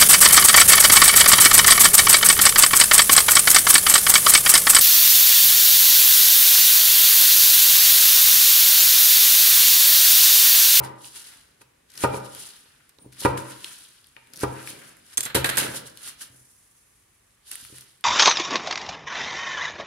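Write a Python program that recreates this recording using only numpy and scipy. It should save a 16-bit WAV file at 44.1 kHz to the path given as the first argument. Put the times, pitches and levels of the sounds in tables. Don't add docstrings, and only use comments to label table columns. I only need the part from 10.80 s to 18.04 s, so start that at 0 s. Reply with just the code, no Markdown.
import sys
import numpy as np
from scipy import signal
from scipy.fft import rfft, irfft
from scipy.io import wavfile
from scipy.ndimage import uniform_filter1d

SR = 44100
rng = np.random.default_rng(int(sys.argv[2]) if len(sys.argv) > 2 else 0)


def wrap_up_sound(samples):
    columns = np.atleast_2d(samples).T
    tamed = np.clip(columns, -1, 1)
    steps = np.round(tamed * 32767).astype(np.int16)
    wavfile.write(sys.argv[1], SR, steps)


def amplitude_ratio(level_db):
    exponent = np.asarray(level_db, float) / 20
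    return 10 ** exponent


N = 319284
LEAD = 4096
TRACK = N + LEAD


def read(table, hz):
    points = np.array(table)
    return np.interp(np.log(hz + 1), np.log(points[:, 0]), points[:, 1])


def hiss(size, colour, likeness, source=None):
    hz = np.arange(size // 2 + 1) * SR / size
    mid, side = rfft(rng.standard_normal((2, size)) if source is None else source)
    alike = np.clip(read(likeness, hz), -.99, .99)
    pair = np.sqrt(1 + alike) * mid + np.sqrt(1 - alike) * side * np.array([[1], [-1]])
    out = irfft(pair * amplitude_ratio(read(colour, hz)), size)
    return out / np.sqrt(np.mean(out ** 2))


def tail(colour, t60, likeness, size=32768):
    t = np.arange(size) / SR
    spectrum = rfft(hiss(size, colour, likeness))
    octave = np.log2(np.arange(size // 2 + 1) * SR / size + 1)
    out = 0
    for centre in np.arange(5, 14.6, .5):
        share = np.clip(1 - 2 * abs(octave - centre), 0, 1)
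        decay = read(t60, 2 ** centre)
        fade = 1000 ** (-t / max(decay, .005))
        out = out + irfft(spectrum * share, size) * fade / np.sqrt(decay)
    return out / np.sqrt(np.sum(out ** 2) / 2)


def ring(modes, size=4608):
    t = np.arange(size) / SR
    hz, db, t60 = np.transpose(modes)[:, :, None]
    place = rng.standard_normal((len(modes), 1))
    turn = rng.standard_normal((len(modes), 2)).T[..., None]
    phase = 0.75 * np.minimum(hz / 600, 1) * turn
    waves = amplitude_ratio(db + 1.2 * place) * np.sin(2 * np.pi * hz * (1 + 0.0073 * place) * t + phase)
    fade = 1000 ** (-t / np.maximum(t60, .005))
    out = np.sum(waves * fade, axis=1) * np.minimum(t / 0.00016, 1)
    return out / abs(out).max()


def add(track, s, sound):
    at = LEAD + int(s * SR)
    track[..., at:at + sound.shape[-1]] += sound[..., :track.shape[-1] - at]


def swell(rows):
    t = (np.arange(0, TRACK, 64) - LEAD) / SR
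    rows = np.array(rows)
    s, db, rise, fall = rows.T[:4, :, None]
    away = np.where(t < s, (s - t) / np.maximum(rise, .003), (t - s) / np.maximum(fall, .003))
    power = amplitude_ratio(2 * np.maximum(db - 30 * away, -130))
    total = power.sum(0)
    slow = [10 * np.log10(total)]
    slow += [(power * column[:, None]).sum(0) / total for column in rows.T[4:]]
    return [np.interp((np.arange(TRACK) - LEAD) / SR, t, curve) for curve in slow]


# start in seconds, end in seconds.
PUSHES = [
    (1.1, 1.238),
    (2.322, 2.449),
    (3.532, 3.633),
]


def cell_crackle():
    t = (np.arange(0, TRACK, 24) - LEAD) / SR
    boring = sum((t > start) & (t < end) for start, end in PUSHES)
    burst = np.minimum(rng.exponential(size=len(t)), 5) - 1.0
    cells = amplitude_ratio((1.5 + 0.74 * boring) * burst - 3.6 * boring).repeat(24)[:TRACK]
    slips = rng.standard_normal((4, TRACK // 400 + 1)).repeat(400, axis=1)[:, :TRACK]
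    slips = uniform_filter1d(slips, size=400)
    return [rng.standard_normal((2, TRACK)) * cells * amplitude_ratio(2.2 * slip) for slip in slips]


BORE_DB = [-27.5, -28.5, -30.5]
# peak in seconds, level in dB, rise in seconds, fall in seconds, squeak in dB.
DRAGS = [(0.048, -43, 0.046, 0.074, 1.5), (0.263, -44, 0.12, 0.15, -11.5),
         (0.361, -40.5, 0.074, 0.28, -9.5), (0.489, -49, 0.35, 0.35, -1.5),
         (0.819, -52, 0.029, 0.021, -3.5), (1.368, -42, 0.17, 0.078, -5), (1.457, -48, 0.081, 0.066, -1),
         (1.56, -50, 0.11, 0.73, 4), (1.63, -42, 0.33, 0.29, -11.5), (2.1, -64.5, 0.077, 0.042, -0.5),
         (2.22, -68.5, 0.049, 0.059, -24.5), (2.403, -33, 0.02, 0.16, -12.5), (2.575, -39.5, 0.013, 0.1, 0),
         (2.719, -44.5, 0.24, 0.078, 1.5), (2.858, -45, 0.32, 0.62, -4.5), (3.048, -54, 0.99, 0.067, -17.5),
         (3.8, -49.5, 0.47, 0.34, 5), (3.89, -39, 0.093, 0.13, -6), (4.049, -52, 1, 0.35, 2),
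         (4.338, -49, 0.21, 0.043, -3)]
SQUEEZES = [
    (4.801, -27, 0.018, 0.2, 0),
    (4.966, -33, 0.063, 0.084, -11),
    (5.072, -44.5, 0.074, 0.1, -7),
    (5.284, -38, 0.19, 0.092, -4.5),
    (5.42, -37.5, 0.052, 0.087, -7.5),
    (6.675, -49, 0.049, 0.61, -10.5),
    (6.715, -37, 0.011, 0.11, -6),
    (6.801, -48, 0.19, 0.33, -12.5),
    (6.97, -49, 0.22, 0.31, -6.5),
]
# pitch in Hz, level in dB per Hz.
FIZZ = [(3530, -21.5), (6000, -9.5), (8420, -8), (9930, -1.5), (10600, -5.5), (15300, -24.5), (16200, -32),
        (16500, -60.5)]
# pitch in Hz, likeness from -1 to 1.
NEAR = [(60, .99), (130, .96), (290, .65), (480, -.4), (700, -.4), (1410, .4), (3100, .3), (6820, -.05),
        (15000, .1)]


def rubbing(crackle):
    bores = [(end, db, 0.77 * (end - start), .035, -2.5) for (start, end), db in zip(PUSHES, BORE_DB)]
    bites = [(start, -55.5, 0, 0.35, 0) for start, end in PUSHES]
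    blade_pan_db, hands_pan_db = 1, -1.5
    strokes = [(*row, blade_pan_db) for row in DRAGS + bores + bites]
    strokes += [(*row, hands_pan_db) for row in SQUEEZES]
    fizz_db, squeak_db, pan_db = swell(strokes)
    rasp_db = (1 - 0.93) * np.minimum(-45 - fizz_db, 35) - 5.5
    squeak_colour = [(600, -12.5), (1100, -8.5), (1500, 0), (2100, -4.0), (2800, -6), (4000, -31.5)]
    rasp_colour = [(2000, -24.5), (2900, 2.5), (4000, 2.0), (5200, 0.5), (6500, -12.5), (8000, -28.5)]
    squeak = hiss(TRACK, squeak_colour, NEAR, crackle[0])
    rasp = hiss(TRACK, rasp_colour, NEAR, crackle[1])
    fizz = hiss(TRACK, FIZZ, NEAR, crackle[2])
    mix = fizz + amplitude_ratio(squeak_db - 4.0) * squeak + amplitude_ratio(rasp_db) * rasp
    return mix * amplitude_ratio(fizz_db + 1.0 + np.array([pan_db, -pan_db]) / 2)


# start in seconds, level in dB, centre pitch in Hz, left minus right in dB, bright click in dB.
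TICKS = [(.0363, -30.5, 1630, 7, 1), (.2448, -34, 3400, -8.5, -11), (.815, -43.5, 1890, 2, -11),
         (1.5489, -27.5, 3570, 8, 7), (2.0926, -41, 2140, -3, 6), (2.1859, -44, 3570, -10, -5.5),
         (2.5765, -21.5, 1930, -4, 1.5), (2.8439, -18, 3010, -3, -2.5), (3.243, -41.5, 3760, 5, -6),
         (3.269, -44, 9500, 5, 3), (3.3653, -31.5, 2180, 8, -18), (3.5017, -51, 9800, 3.5, 3),
         (3.8741, -25, 2000, 10, -0.5), (4.1684, -43, 1750, -8, 2.5), (5.1731, -28, 3990, 5, 0),
         (5.2754, -24, 1630, 0, 5), (6.5066, -54, 4170, 3.5, -7), (6.7151, -24.5, 2560, -9, 3.5),
         (6.755, -21.5, 2320, 1, 4.5), (6.8493, -34.5, 2100, 14, 2), (6.9835, -32.5, 1970, 3, 2),
         (7.009, -31.5, 5460, 4, 1.5), (7.2085, -42.5, 3920, 3, 2.5)]
# start in seconds, level in dB, centre pitch in Hz.
BURSTS = [(1.1032, -38.5, 5560), (1.1383, -37.5, 5520), (1.1548, -34.5, 5400), (1.176, -22.5, 5000),
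          (1.1864, -40, 5320), (1.2037, -37, 2800), (1.118, -39, 5300), (2.325, -37, 4760),
          (2.3287, -41.5, 2160), (2.333, -40.5, 4700), (2.406, -20.5, 5170), (2.438, -35, 2190),
          (3.4716, -43.5, 2920), (3.5354, -28, 5860), (3.5434, -43, 1850), (3.5593, -28, 5950),
          (3.5666, -30, 5200), (3.5736, -26, 5600), (3.592, -29, 4690), (3.603, -29.5, 4690),
          (3.609, -22, 6440), (3.6214, -31, 5000)]


def ticks():
    out, t = np.zeros((2, TRACK)), np.arange(1024) / SR
    burst_pan_db, snap_t60 = 4, 0.014
    rows = TICKS + [(*row, burst_pan_db, 0) for row in BURSTS]
    for s, db, hz, pan_db, bright_db in rows:
        noise = rng.standard_normal((3, 1024))
        burst = (noise[0] + 0.75 * noise[1:]) * 1000 ** (-t / snap_t60)
        bright = signal.lfilter(*signal.butter(2, [8300, 12000], "band", fs=SR), burst)
        pitched = signal.lfilter(*signal.butter(2, [hz / 1.345, hz * 1.36], "band", fs=SR), burst)
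        share = min(amplitude_ratio(bright_db - 3.5), .95)
        snap = share * bright / abs(bright).max()
        snap = snap + np.sqrt(1 - share ** 2) * pitched / abs(pitched).max()
        add(out, s, snap * amplitude_ratio(db + np.array([[pan_db], [-pan_db]]) / 2))
    return out


# start in seconds, level in dB, hardness in dB.
KNOCKS = [(-.03, -11, 14), (.812, -42.5, 3), (1.2385, -4, 14), (1.249, -11.5, -1), (1.338, -20, 11),
          (1.457, -37, 12), (1.56, -42.5, 11), (1.858, -51.5, 11.5), (1.9, -66, -9.5), (2.186, -46, -5),
          (2.246, -40.5, -11), (2.261, -33.5, -17.5), (2.418, -34, 15.5), (2.4503, -2.5, 9),
          (2.461, -12, 8), (2.553, -24, 11), (3.3655, -42.5, 8.5), (3.634, -7.5, -2.5), (3.742, -42, 14),
          (4.387, -34, -16.5), (4.549, -11.5, -12.5), (4.5605, -8.5, -10), (4.575, -17.5, -16),
          (4.645, -31, -5), (4.775, -18.5, 14), (4.885, -26.5, -8.5), (4.945, -28, -10.5),
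          (5.045, -38, -16), (5.5, -45.5, -23), (5.555, -56.5, -24), (5.61, -51.5, -24.5),
          (6.825, -46, -24), (6.9, -47, -16), (6.925, -37, -17.5)]
# pitch in Hz, level in dB, time to die by 60 dB in seconds.
TABLE = [(88, -24.5, .15), (130.6, -6, 0.42), (212.6, -9.5, 0.18), (260, -16.5, 0.0222), (322, 0.5, 0.11),
         (411.8, 5, 0.074), (479, -5, 0.13), (529.8, -3.5, 0.14), (562.6, -9, 0.13), (809.3, -6, 0.17),
         (936, 3.5, .055), (1212, -6.5, 0.083), (1405, -6, 0.043), (905, -9, 0.09), (1890, -11, 0.055),
         (2343, -5, 0.025)]
# pitch in Hz, level in dB per Hz.
BOARD = [(40, -56.5), (90, -16.5), (200, -7.5), (450, 6), (680, -1), (950, -5), (1600, -3), (1900, -17),
         (4000, -22.5), (9000, -35.5)]
# pitch in Hz, time to die by 60 dB in seconds.
BOARD_T60 = [(60, 0.082), (300, 0.028), (1000, 0.037), (2000, 0.066), (9000, 0.011)]


def table_knocks():
    out = np.zeros((2, TRACK))
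    spots = [tail(BOARD, BOARD_T60, NEAR, size=12288) for _ in range(4)]
    for k, (s, db, hard_db) in enumerate(KNOCKS):
        push = np.hanning(int(np.clip(14 / amplitude_ratio(hard_db), 3, 400)) + 2)[None]
        struck = amplitude_ratio(9.5) * spots[k % 4] - ring(TABLE, size=12288)
        struck_again = amplitude_ratio(11) * spots[(k + 1) % 4] + ring(TABLE[10:], size=12288)
        first = signal.fftconvolve(push, struck, axes=1)
        second = signal.fftconvolve(push, struck_again, axes=1)
        add(out, s, amplitude_ratio(db) * first / abs(first).max())
        bounce_db = db - 1 + 0.86 * min(hard_db, 0)
        add(out, s + .0055, amplitude_ratio(bounce_db) * second / abs(second).max())
    return out


# start in seconds, level in dB, blade ring in dB, rattle time to die by 60 dB in seconds, handle in dB.
DROP = [(4.373, -11, 9.5, 0.046, -39), (4.3785, -16, 17, 0.056, -10), (4.4061, -10.5, 4, 0.034, -24),
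        (4.4298, -19, 4.5, 0.027, -31), (4.4337, -17, -2.5, 0.05, -18), (4.445, -25.5, -8, 0.075, -25),
        (4.453, -20, 8, 0.06, -22), (4.4596, -29, -5, 0.14, 1), (4.5, -42.5, -6, 0.064, 8.5),
        (4.5462, -11.5, -19, 0.059, -6.5), (4.55, -8.5, -35, 0.17, -10), (4.644, -10.5, -8, 0.054, 0),
        (4.658, -17.5, -12, 0.18, -14), (4.6908, -11.5, -8, 0.039, -6.5), (4.698, -12.5, -7, 0.022, -11),
        (4.71, -30, -7, 1, 1.5), (4.756, -28, -6, .04, -26), (4.7709, -5.5, -17, 0.027, -30),
        (4.775, -7, -26, 0.015, -9), (4.7807, -4, -6, 0.052, -22), (4.786, -17, -20, 0.14, -11),
        (4.937, -31, -10, 0.056, -2), (4.948, -29, -1, .15, -13)]
# pitch in Hz, level in dB, time to die by 60 dB in seconds.
BLADE = [(3430, 1, 0.027), (4400, -7, 0.023), (6320, 1, 0.027), (6520, 12.5, 0.0057), (7460, 15.5, 0.015),
         (7950, -28, .04), (8200, 4, 0.019), (9100, -4, 0.08), (10100, 3, 0.042), (10960, -14, 0.044),
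         (11200, -17, .03), (13040, -12, 0.042)]
HANDLE = [(1416, -4, 0.06), (1630, 1, 0.11), (2020, -4, 0.02), (3230, -14, .05)]
# pitch in Hz, level in dB per Hz.
RATTLE = [(590, -15.5), (1000, -15), (1460, -21), (2270, -11), (4760, -8.5), (5880, -11), (9400, -2.5),
          (12900, -6), (15200, -25.5), (16500, -30)]
SKID = [(500, -5.5), (1000, -4.5), (1500, 3.5), (2400, -2.5), (4300, -4), (5500, -31)]


def dropped_knife():
    out, rattle, skid = np.zeros((3, 2, TRACK))
    t = np.arange(8192) / SR
    for s, db, ring_db, t60, handle_db in DROP:
        blade = amplitude_ratio(db + ring_db - 5.5) * ring(BLADE, size=2560)
        handle = amplitude_ratio(db + handle_db - 7.5) * ring(HANDLE, size=2560)
        add(out, s, blade + handle)
        fade = 1000 ** (-t / max(t60, .003))
        add(rattle, s, amplitude_ratio(db) * fade)
        add(skid, s, amplitude_ratio(db + handle_db) * fade ** 0.71)
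    alike = [(1000, 0.25), (9000, 0.05)]
    out = out + amplitude_ratio(-11.0) * rattle * hiss(TRACK, RATTLE, alike)
    out = out + amplitude_ratio(-5.0) * skid * hiss(TRACK, SKID, alike)
    left_lag = 20
    return amplitude_ratio([[-1.2], [1.2]]) * np.array([np.roll(out[0], left_lag), out[1]])


# peak in seconds, level in dB, rise in seconds, fall in seconds.
SLIDES = [(.45, -66, 0.028, 8.1), (1.232, -38, 0.12, 0.023), (2.27, -53.5, 0.23, 0.092),
          (2.44, -41.5, 0.11, 0.022), (3.625, -39.5, 0.18, 0.024), (3.9, -43, 0.037, 0.44),
          (4.82, -26.5, 0.023, 0.25), (5.052, -57, 0.17, 0.048), (5.55, -58, 0.37, 0.18),
          (6.72, -72, 0.075, 0.056), (6.94, -62.5, .28, 0.022)]


def shuffling(crackle):
    colour = [(60, -27.0), (130, -1.5), (320, 0.0), (550, -3.0), (900, -14.0), (1500, -32)]
    return amplitude_ratio(swell(SLIDES)[0] - 4.5) * hiss(TRACK, colour, NEAR, crackle[3])


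# peak in seconds, level in dB, rise in seconds, fall in seconds.
EDGE = [
    (2.205, -62, .02, 0.22),
    (2.222, -54.5, .06, 0.094),
    (2.28, -66.5, .1, .04),
]


def edge_skim(crackle):
    colour = [(8200, -37), (8800, -7.5), (9400, 2.5), (9900, -29)]
    return amplitude_ratio(swell(EDGE)[0]) * hiss(TRACK, colour, NEAR, crackle[3])


# peak in seconds, level in dB, rise in seconds, fall in seconds.
CREEP = [
    (5.546, -56, 0.078, 2.15),
]


def resting_thumbs(crackle):
    t = (np.arange(TRACK) - LEAD) / SR
    level_db = swell(CREEP)[0] - 200 * np.maximum(t - 6.55, 0)
    return amplitude_ratio(level_db) * hiss(TRACK, FIZZ, NEAR, crackle[2])


# pitch in Hz, time to die by 60 dB in seconds.
ROOM_T60 = [(60, 0.3), (200, 0.89), (600, 0.58), (1500, 0.82), (4000, 0.35), (10000, 0.23)]
# pitch in Hz, level in dB.
ROOM = [(60, -5.5), (130, -4.5), (350, -9), (600, -2), (1500, -8.5), (4000, -8.5), (10000, -20),
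        (16000, -5.5)]
# pitch in Hz, likeness from -1 to 1.
LIKENESS = [(60, 1), (130, 0.53), (290, .8), (640, -0.66), (1410, 0.37), (3100, 0.15)]


def room_echo(near):
    walls = np.pad(tail(ROOM, ROOM_T60, LIKENESS), ((0, 0), (260, 0)))
    return amplitude_ratio(-6.5) * signal.fftconvolve(near[:1], walls, axes=1)[:, :TRACK]


# pitch in Hz, level in dB per Hz.
FLOOR = [(12, -32.5), (20, -4.5), (53, -4), (86, -8), (135, -8.5), (174, -15.5), (583, -19), (1050, -18.5),
         (1180, -16), (1280, -22), (1840, -18), (5070, -27), (10500, -24.5), (15200, -36.5), (16500, -47)]


def background():
    return amplitude_ratio(-63.5) * hiss(N, FLOOR, LIKENESS)


def scene():
    crackle = cell_crackle()
    near = rubbing(crackle) + ticks() + table_knocks() + dropped_knife()
    near = near + shuffling(crackle) + edge_skim(crackle) + resting_thumbs(crackle)
    return (near + room_echo(near))[:, LEAD:] + background()


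def roll_off(x):
    return signal.sosfilt(signal.butter(12, 16970, fs=SR, output="sos"), x)


def record(dry):
    side = (dry[0] - dry[1]) / 2
    high_side = signal.lfilter(*signal.butter(1, 259.3, "high", fs=SR), side)
    dry = dry + np.outer([1, -1], high_side - side)
    no_bass = signal.lfilter(*signal.butter(2, 62, "high", fs=SR), dry)
    soft = np.tanh(0.9 * no_bass) / 0.88
    steep = signal.ellip(6, .3, 32, 15700, fs=SR, output="sos")
    return roll_off(signal.sosfilt(steep, soft))


dry = scene()
out = record(dry)
wrap_up_sound(out)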